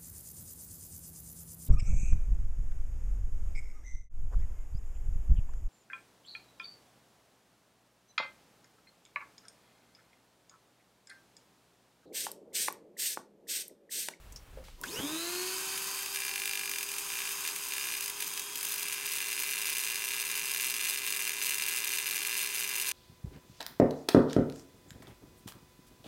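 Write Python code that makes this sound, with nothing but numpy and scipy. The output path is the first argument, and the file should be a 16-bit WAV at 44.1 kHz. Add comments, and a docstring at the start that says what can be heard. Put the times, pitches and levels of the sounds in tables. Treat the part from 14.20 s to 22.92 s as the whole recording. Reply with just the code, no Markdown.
"""A flex shaft rotary tool is picked up with a few clicks and bumps, and switched on at 0.6 s.
It rasps, hums and whines up to about 408 turns a second, over the whirr of motor and bearings.
Its stone, dressed on a wet diamond plate, is out of round: it bounces and lands whole turns later.
From 1.5 s each strike knocks the plate and scrapes grit off, singly and in short rattles at first.
A thin squeal passes near 4.4 s, then the stone is pressed on and a dense chatter runs to the end."""
import sys
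import numpy as np
from scipy import signal
from scipy.fft import rfft, irfft
from scipy.io import wavfile

SR = 44100
rng = np.random.default_rng(int(sys.argv[2]) if len(sys.argv) > 2 else 0)


def to_wav(sig):
    """Store sig (one row per channel, or 1-D mono) as 16-bit WAV at the path in sys.argv[1].

    Samples outside -1..1 are clipped; the rate is SR.
    """
    pcm = np.clip(np.atleast_2d(sig), -1, 1) * 32767
    pcm = np.round(pcm).astype(np.int16)
    wavfile.write(sys.argv[1], SR, pcm.T)  # frames by channels


N = 384552
T = np.arange(N) / SR
SWITCH_S, TOP_HZ = .627, 408


# ring of the plate, one mode a row: f/Hz, width/Hz (widened to 80 at least), relative level/dB
PLATE_MODES = [(983, 50, -26.5), (1677, 62, 0), (2070, 58, -1), (2394, 67, 5.5), (2734, 74, 4),
               (2838, 170, -4), (3643, 150, -4.5), (4234, 74, -5.5), (4920, 78, -4.5), (6000, 260, -8),
               (9250, 170, -4.5)]
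# colour of the grit, resonances of stone and plate: f/Hz, width/Hz, relative level/dB
GRIT_MODES = [(2670, 470, -4.5), (3500, 2500, -10), (3700, 23, -3), (4190, 110, -4.5), (4925, 100, -0.5),
              (6120, 300, -1.5), (6920, 300, -5.5), (8280, 510, -2), (7770, 100, -5), (9540, 140, 1),
              (10410, 164, -1), (11100, 490, -2.5), (12810, 160, 0.5), (13460, 190, 2.5), (14200, 160, -8),
              (15870, 450, -4.5)]
def stone_strikes(times, knock_gains, scrape_gains, contact_s=.0048, crack=.9, crack_decay_s=.0003):
    """Each strike rings the plate, cracks grains off and drags them while the stone touches."""
    hit_norm = np.sqrt(.004 * SR)  # the energy of 4 ms at rms 1
    # the hand under the plate keeps every mode short
    ring = body([(hz, max(width, 80), db) for hz, width, db in PLATE_MODES])
    # bending waves travel slower at low pitch, so the knock slides down as it dies
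    ring = ring - 2 * signal.lfilter(*signal.iirpeak(2150, 3.2, fs=SR), ring)
    ring *= hit_norm / np.linalg.norm(ring)
    t = np.arange(len(ring)) / SR
    drag = np.exp(-(t / contact_s) ** 2) + crack * np.exp(-t / crack_decay_s)
    drag *= hit_norm / np.linalg.norm(drag)
    knocks, pressure = np.zeros(N), np.zeros(N)
    for s, knock, scrape in zip(times, knock_gains, scrape_gains):
        add(knocks, s, knock * ring)
        add(pressure, s, scrape * drag)
    grit = body(GRIT_MODES)
    scrapes = through(pressure * rng.standard_normal(N), grit / np.linalg.norm(grit))
    return high_pass(knocks, hz=1160) + scrapes


def bounces(turns, start, end, flight_turns, uneven):
    """Strike times and flights: the stone stays off the plate for two or more whole turns."""
    flights = np.maximum(np.round(flight_turns * np.exp(uneven * rng.standard_normal(1000))), 2)
    landing_turns = np.round(np.interp(start, T, turns)) + np.cumsum(flights) - flights[0]
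    times = np.interp(landing_turns, turns, T)
    heard = times < min(end, T[-1])
    return times[heard], flights[heard]


def scatter(count, knock_db, scrape_db=3.5):
    """Random accents in dB for each knock and scrape; the scrape has a ceiling."""
    knock, scrape = rng.standard_normal((1000, 2))[:count].T
    return knock_db * knock, scrape_db * np.minimum(scrape, 1.4)


# the chatter builds as the stone is pressed on: t/s, knock level/dB, scrape level/dB (before trim)
CHATTER_BUILD = [(1.5, -66, -53), (1.7, -70, -45), (2.6, -55, -47.5), (3.7, -48.5, -43.5), (4.45, -53, -42),
                 (4.65, -41.5, -40), (5.2, -39.5, -39), (6.4, -39, -36.5), (7.6, -38, -37),
                 (8.72, -40, -37.5)]
# ducks where the hand eases off: t/s, half length/s, scrape dip/dB
HAND_EASES = [(3.94, 0.039, 23), (4.27, 0.053, 11), (4.8, 0.053, 8), (5.08, 0.06, 0), (5.89, 0.046, 3),
              (6.058, .03, 4), (6.226, .05, 2.5), (6.572, .04, 1), (6.818, 0.036, 9.5), (7.161, 0.04, 11),
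              (7.83, 0.016, 7), (8.31, 0.036, 9), (8.464, 0.022, 5)]
def chatter(turns, knock_trim_db=3.5, scrape_trim_db=3.0):
    """Dense low bounces that follow the pressure of the hand; a longer flight ends in a harder knock."""
    s, knock_db, scrape_db = np.transpose(CHATTER_BUILD)
    times, flights = bounces(turns, s[0], T[-1], flight_turns=3.2, uneven=.27)
    knock_accent, scrape_accent = scatter(len(times), knock_db=2.0)
    dip_db = bumps(times, HAND_EASES)  # takes more from the scrape than from the knock
    knock = amp(np.interp(times, s, knock_db) + knock_trim_db - .34 * dip_db + knock_accent)
    scrape = amp(np.interp(times, s, scrape_db) + scrape_trim_db - dip_db + scrape_accent)
    return stone_strikes(times, knock * np.sqrt(flights / flights.mean()), scrape)


# rattle cues: start t/s, end t/s, typical flight/turns, knock level/dB, scrape level/dB (before trim)
RATTLE_CUES = [(1.946, 2.09, 6.1, -30.5, -35), (2.093, 2.45, 7.6, -30, -34.5),
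               (2.456, 2.64, 8.8, -32, -33.5), (2.689, 2.79, 9, -37, -34), (2.902, 3.11, 7, -33.5, -41),
               (3.251, 3.29, 5, -31.5, -33), (3.506, 3.79, 6, -33.5, -38), (3.807, 3.91, 8, -42, -33),
               (4.411, 4.58, 7.2, -44, -33)]
def rattles(turns, knock_trim_db=-3.5, scrape_trim_db=-1.0):
    """The lightly held stone bounces high, in short runs of hard, nearly even hits."""
    runs = []
    for start, end, flight_turns, knock_db, scrape_db in RATTLE_CUES:
        times, _ = bounces(turns, start, end, flight_turns, uneven=.11)
        knock_accent, scrape_accent = scatter(len(times), knock_db=1.5)
        knock = amp(knock_db + knock_trim_db + knock_accent)
        scrape = amp(scrape_db + scrape_trim_db + scrape_accent)
        runs.append([times, knock, scrape])
    return stone_strikes(*np.hstack(runs))


# one-shot hits of the stone: t/s, knock level/dB, scrape level/dB (before trim)
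LONE_HITS = [(1.5773, -37, -32), (1.7897, -33, -37), (1.8603, -39.5, -35), (3.361, -34, -35),
             (4.0052, -36, -32), (4.0226, -30.5, -31.5), (4.1768, -35, -33.5), (4.1963, -37, -32.5),
             (4.3574, -41, -32.5)]
def lone_hits(turns, knock_trim_db=-4.0, scrape_trim_db=1.0):
    """Single strikes, snapped to the nearest moment when the high spot faces the plate."""
    s, knock_db, scrape_db = np.transpose(LONE_HITS)
    times = np.interp(np.round(np.interp(s, T, turns)), turns, T)
    return stone_strikes(times, amp(knock_db + knock_trim_db), amp(scrape_db + scrape_trim_db))


# colour of the running tool's whirr: f/Hz, width/Hz, relative level/dB
WHIRR_BANDS = [(1018, 107, 1.5), (1210, 150, -4), (1580, 250, -2), (2560, 310, 2), (3100, 74, 1),
               (3700, 310, -3.5), (4990, 200, 2), (6480, 380, 2), (6600, 176, -12), (7960, 3300, -4),
               (8850, 360, -1), (11310, 500, -1.5), (13900, 3300, -10.5)]
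# swells where the stone skims the wet plate: t/s, half length/s, boost/dB
SKIM_SWELLS = [(1.377, 0.52, 5.5), (3.1, 0.31, 3.5), (3.645, 0.1, 2)]
def whirr(speed, turns, throb=.18, db_per_octave=3):
    """Grainy whirr of motor and bearings, swelling with speed and when the stone skims the plate."""
    hiss = rng.standard_normal(N) * (1 + throb * np.cos(2 * np.pi * turns))
    hiss *= amp(1.5 * wander(hz=700))  # grain
    level = amp(-42 + db_per_octave * np.log2(speed / TOP_HZ) + bumps(T, SKIM_SWELLS)) * (T > SWITCH_S)
    return level * unit(high_pass(through(hiss, body(WHIRR_BANDS)), hz=560))


# spin-up in three stages: share of the gap to top speed, time constant/s
SPIN_UP = [(.412, .065), (.498, .262), (.09, 1.1)]
# pitch bend from the load on the stone: t/s, speed offset/Hz
LOAD_BEND = [(2, 0), (2.4, -1), (3.3, 1), (3.7, 0), (4.45, 3.4), (5.3, -.4), (6.1, 1), (6.8, -1.2),
             (7.4, 0)]
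def shaft_speed():
    """Turns a second: a quick run-up, then a slow drift and a slight waver under load."""
    gap = sum(share * np.exp(-np.maximum(T - SWITCH_S, 0) / lag) for share, lag in SPIN_UP)
    return np.maximum(TOP_HZ * (1 - gap) + curve(LOAD_BEND), 1) * (1 + .0006 * wander(hz=6))


def shaft_tones(turns, partials, jitter, flutter, flutter_hz):
    """Whole and half multiples of the shaft speed; the flexible shaft twists a little, so they waver."""
    angle = 2 * np.pi * (turns + jitter * wander(flutter_hz))
    return unit(sum(amp(db) * (1 + flutter * wander(flutter_hz)) * np.sin(multiple * angle)
                    for multiple, db in partials))


# housing resonances that the shaft sweeps through: f/Hz, half width/Hz, boost/dB
HOUSING_PEAKS = [(284.6, 18, 27.5), (318.4, 18.5, 20.5), (359.8, 25.5, 20)]
def hum(speed, turns):
    """The unbalanced shaft hums, and blooms as it passes each resonance of the housing."""
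    level = amp(-60 + bumps(speed, HOUSING_PEAKS)) * speed / TOP_HZ
    return level * shaft_tones(turns, [(1, 0)], jitter=.0067, flutter=.12, flutter_hz=25)


# voicing of the whine: multiple of the shaft speed, relative level/dB
WHINE_PARTIALS = [(2, -5.5), (4, -3.5), (5, -4.5), (6, -4.5), (7, -13), (8, -5), (9, -7), (10, -14),
                  (11, -4.5), (11.5, 0), (12, 5.5), (12.5, -8), (13, -0.5), (48, -11)]
def whine(turns, start_s=.736, attack_s=.04, fade_db_per_s=4.8, sway_db=2):
    """A wavering whine sets in as the shaft picks up, then fades to a floor with the motor's load."""
    level_db = np.maximum(-41 - fade_db_per_s * (T - start_s), -57) + sway_db * wander(hz=6)
    level = amp(level_db) * np.clip((T - start_s) / attack_s, 0, 1)
    return level * shaft_tones(turns, WHINE_PARTIALS, jitter=.0056, flutter=.31, flutter_hz=30.2)


# voicing of the squeal: multiple of the shaft speed, relative level/dB
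SQUEAL_PARTIALS = [(7, -6), (8, 4), (9, -4)]
def squeal(turns, peak_s=4.42, half_length_s=.46):
    """A thin squeal swells and fades while the stone runs almost free."""
    level = amp(-52.5) * bumps(T, [(peak_s, half_length_s, 1)])
    return level * shaft_tones(turns, SQUEAL_PARTIALS, jitter=.003, flutter=.24, flutter_hz=25)


# envelope of the rasp: t/s, level/dB (before the motor fader)
RASP_ENVELOPE = [(0.66, -47), (0.7, -42.5), (0.77, -44), (0.9, -76)]
# voicing of the rasp: multiple of the shaft speed, relative level/dB
RASP_PARTIALS = [(2, 23), (24, 20), (48, 13), (96, 4.9)]
def starting_rasp(turns):
    """The motor rasps briefly under its starting load."""
    tone = shaft_tones(turns, RASP_PARTIALS, jitter=.03, flutter=.43, flutter_hz=117)
    gate = (T > SWITCH_S) * (T < RASP_ENVELOPE[-1][0])
    return high_pass(amp(curve(RASP_ENVELOPE)) * tone * gate, hz=290)


# envelope of the drone: t/s, level/dB (before the motor fader)
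DRONE_ENVELOPE = [(.7, -50), (.85, -44), (1.05, -52), (2, -59), (8.72, -58)]
# EQ of the drone: f/Hz, relative level/dB
DRONE_EQ = [(25, -23), (80, -7.5), (115, -5), (140, -5), (178, 3.5), (210, -8.5), (280, 2), (390, 1),
            (470, -3.5), (600, -6), (760, -10), (1000, 1), (1500, -20.5)]
def housing_drone():
    """The motor housing drones, most while the shaft shakes on its way up."""
    return amp(curve(DRONE_ENVELOPE)) * noise(DRONE_EQ)


def motor(speed, turns):
    """Tones and drone of the motor on one fader, which opens around the switch click."""
    fader = curve([(.57, .025), (.64, .92)])
    layers = hum(speed, turns) + whine(turns) + squeal(turns) + starting_rasp(turns) + housing_drone()
    return fader * layers


# foley of grip, switch and shaft: t/s, level/dB, f/Hz, width/Hz, decay/s
HANDLING_CUES = [(0.123, -45.5, 7200, 1800, .005), (0.16, -43, 5570, 570, 0.012),
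                 (0.332, -40.5, 30, 4.4, 0.15), (0.372, -47.5, 517, 57, 0.035),
                 (0.44, -57.5, 3000, 3500, 0.15), (0.483, -43.5, 790, 160, 0.005),
                 (0.614, -36, 10100, 11000, .0015), (0.638, -33.5, 1560, 190, 0.0085),
                 (0.635, -37, 4800, 2000, 0.0052), (0.791, -31.5, 275, 140, 0.016)]
def handling():
    """Clicks and bumps: dying bursts of noise, each in one resonance."""
    out, t = np.zeros(N), np.arange(SR // 2) / SR
    for s, db, hz, width, decay in HANDLING_CUES:
        burst = unit(through(rng.standard_normal(len(t)), body([(hz, width, 0)], size=16384)))
        add(out, s, amp(db) * burst * np.exp(-t / decay))
    return out


def workshop_reverb(x, t60=.083, wet_db=-13, echoes_per_s=3000):
    """Adds a short tail of sparse reflections from bench and walls."""
    t = np.arange(SR // 2) / SR
    taps = rng.standard_normal(len(t)) * (rng.random(len(t)) < echoes_per_s / SR)
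    taps *= (t > .003) * amp(-60 * t / t60)
    return x + amp(wet_db) * through(x, taps / np.linalg.norm(taps))


# envelope of the room tone: t/s, level/dB
ROOM_ENVELOPE = [(0, -52), (0.42, -54), (0.56, -63), (1, -73.5)]
# EQ of the still workshop: f/Hz, relative level/dB
ROOM_EQ = [(12, -33), (20, -0.5), (48, 1.5), (222, -19.5), (1120, -24), (3160, -29), (4940, -33.5),
           (12400, -36.5), (16000, -37)]
def room_tone():
    """Air rumbles while things are moved into place, then settles."""
    return amp(curve(ROOM_ENVELOPE)) * noise(ROOM_EQ)


def amp(db):
    return 10 ** (np.asarray(db) / 20)


def unit(x):
    return x / np.sqrt(np.mean(x ** 2) + 1e-20)


def curve(rows):
    """Breakpoints (time, value) joined by straight lines."""
    return np.interp(T, *np.transpose(rows))


def bumps(x, rows):
    """A sum of smooth bumps along x, each given as (centre, half width, height)."""
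    return sum(height * np.exp(-((x - centre) / width) ** 2) for centre, width, height in rows)


def add(mix, s, sound):
    part = mix[max(round(s * SR), 0):][:len(sound)]
    part += sound[:len(part)]


def wander(hz):
    """Random modulation of rms 1, up to about hz."""
    f = np.fft.rfftfreq(N, 1 / SR)
    return unit(irfft(rfft(rng.standard_normal(N)) / (1 + (f / hz) ** 4), N))


def noise(eq):
    """Steady noise of rms 1 with the given spectrum."""
    hz, db = np.transpose(eq)
    f = np.fft.rfftfreq(N, 1 / SR)
    gain = amp(np.interp(np.log(f + 1), np.log(hz + 1), db))
    return unit(irfft(rfft(rng.standard_normal(N)) * gain, N))


def body(resonances, size=4096):
    """Causal impulse response of a set of overlapping resonances."""
    f = abs(np.fft.fftfreq(size, 1 / SR)) + 1
    power = sum(amp(db) ** 2 / (1 + ((f - hz ** 2 / f) / width) ** 2) for hz, width, db in resonances)
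    log_gain = np.log(power + 1e-7) / 2
    return np.fft.ifft(np.exp(np.conj(signal.hilbert(log_gain)))).real[:size // 2]


def through(x, response):
    return signal.oaconvolve(x, response)[:len(x)]


def high_pass(x, hz):
    return signal.sosfilt(signal.butter(3, hz, "high", fs=SR, output="sos"), x)


def scene():
    """Tool and plate sit dead centre; the shaft speed drives strikes, whirr and motor tones."""
    speed = shaft_speed()
    turns = np.cumsum(speed) / SR
    hits = lone_hits(turns) + rattles(turns) + chatter(turns) + handling()
    mono = workshop_reverb(hits) + whirr(speed, turns) + motor(speed, turns) + room_tone()
    return np.array([mono, mono])


def record(dry, cutoff_hz=15850):
    """A steep high cut on the whole mix."""
    high_cut = signal.firwin(511, cutoff_hz, window=("kaiser", 9), fs=SR)
    return signal.oaconvolve(dry, high_cut[None], "same")


dry = scene()
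out = record(dry)
to_wav(out)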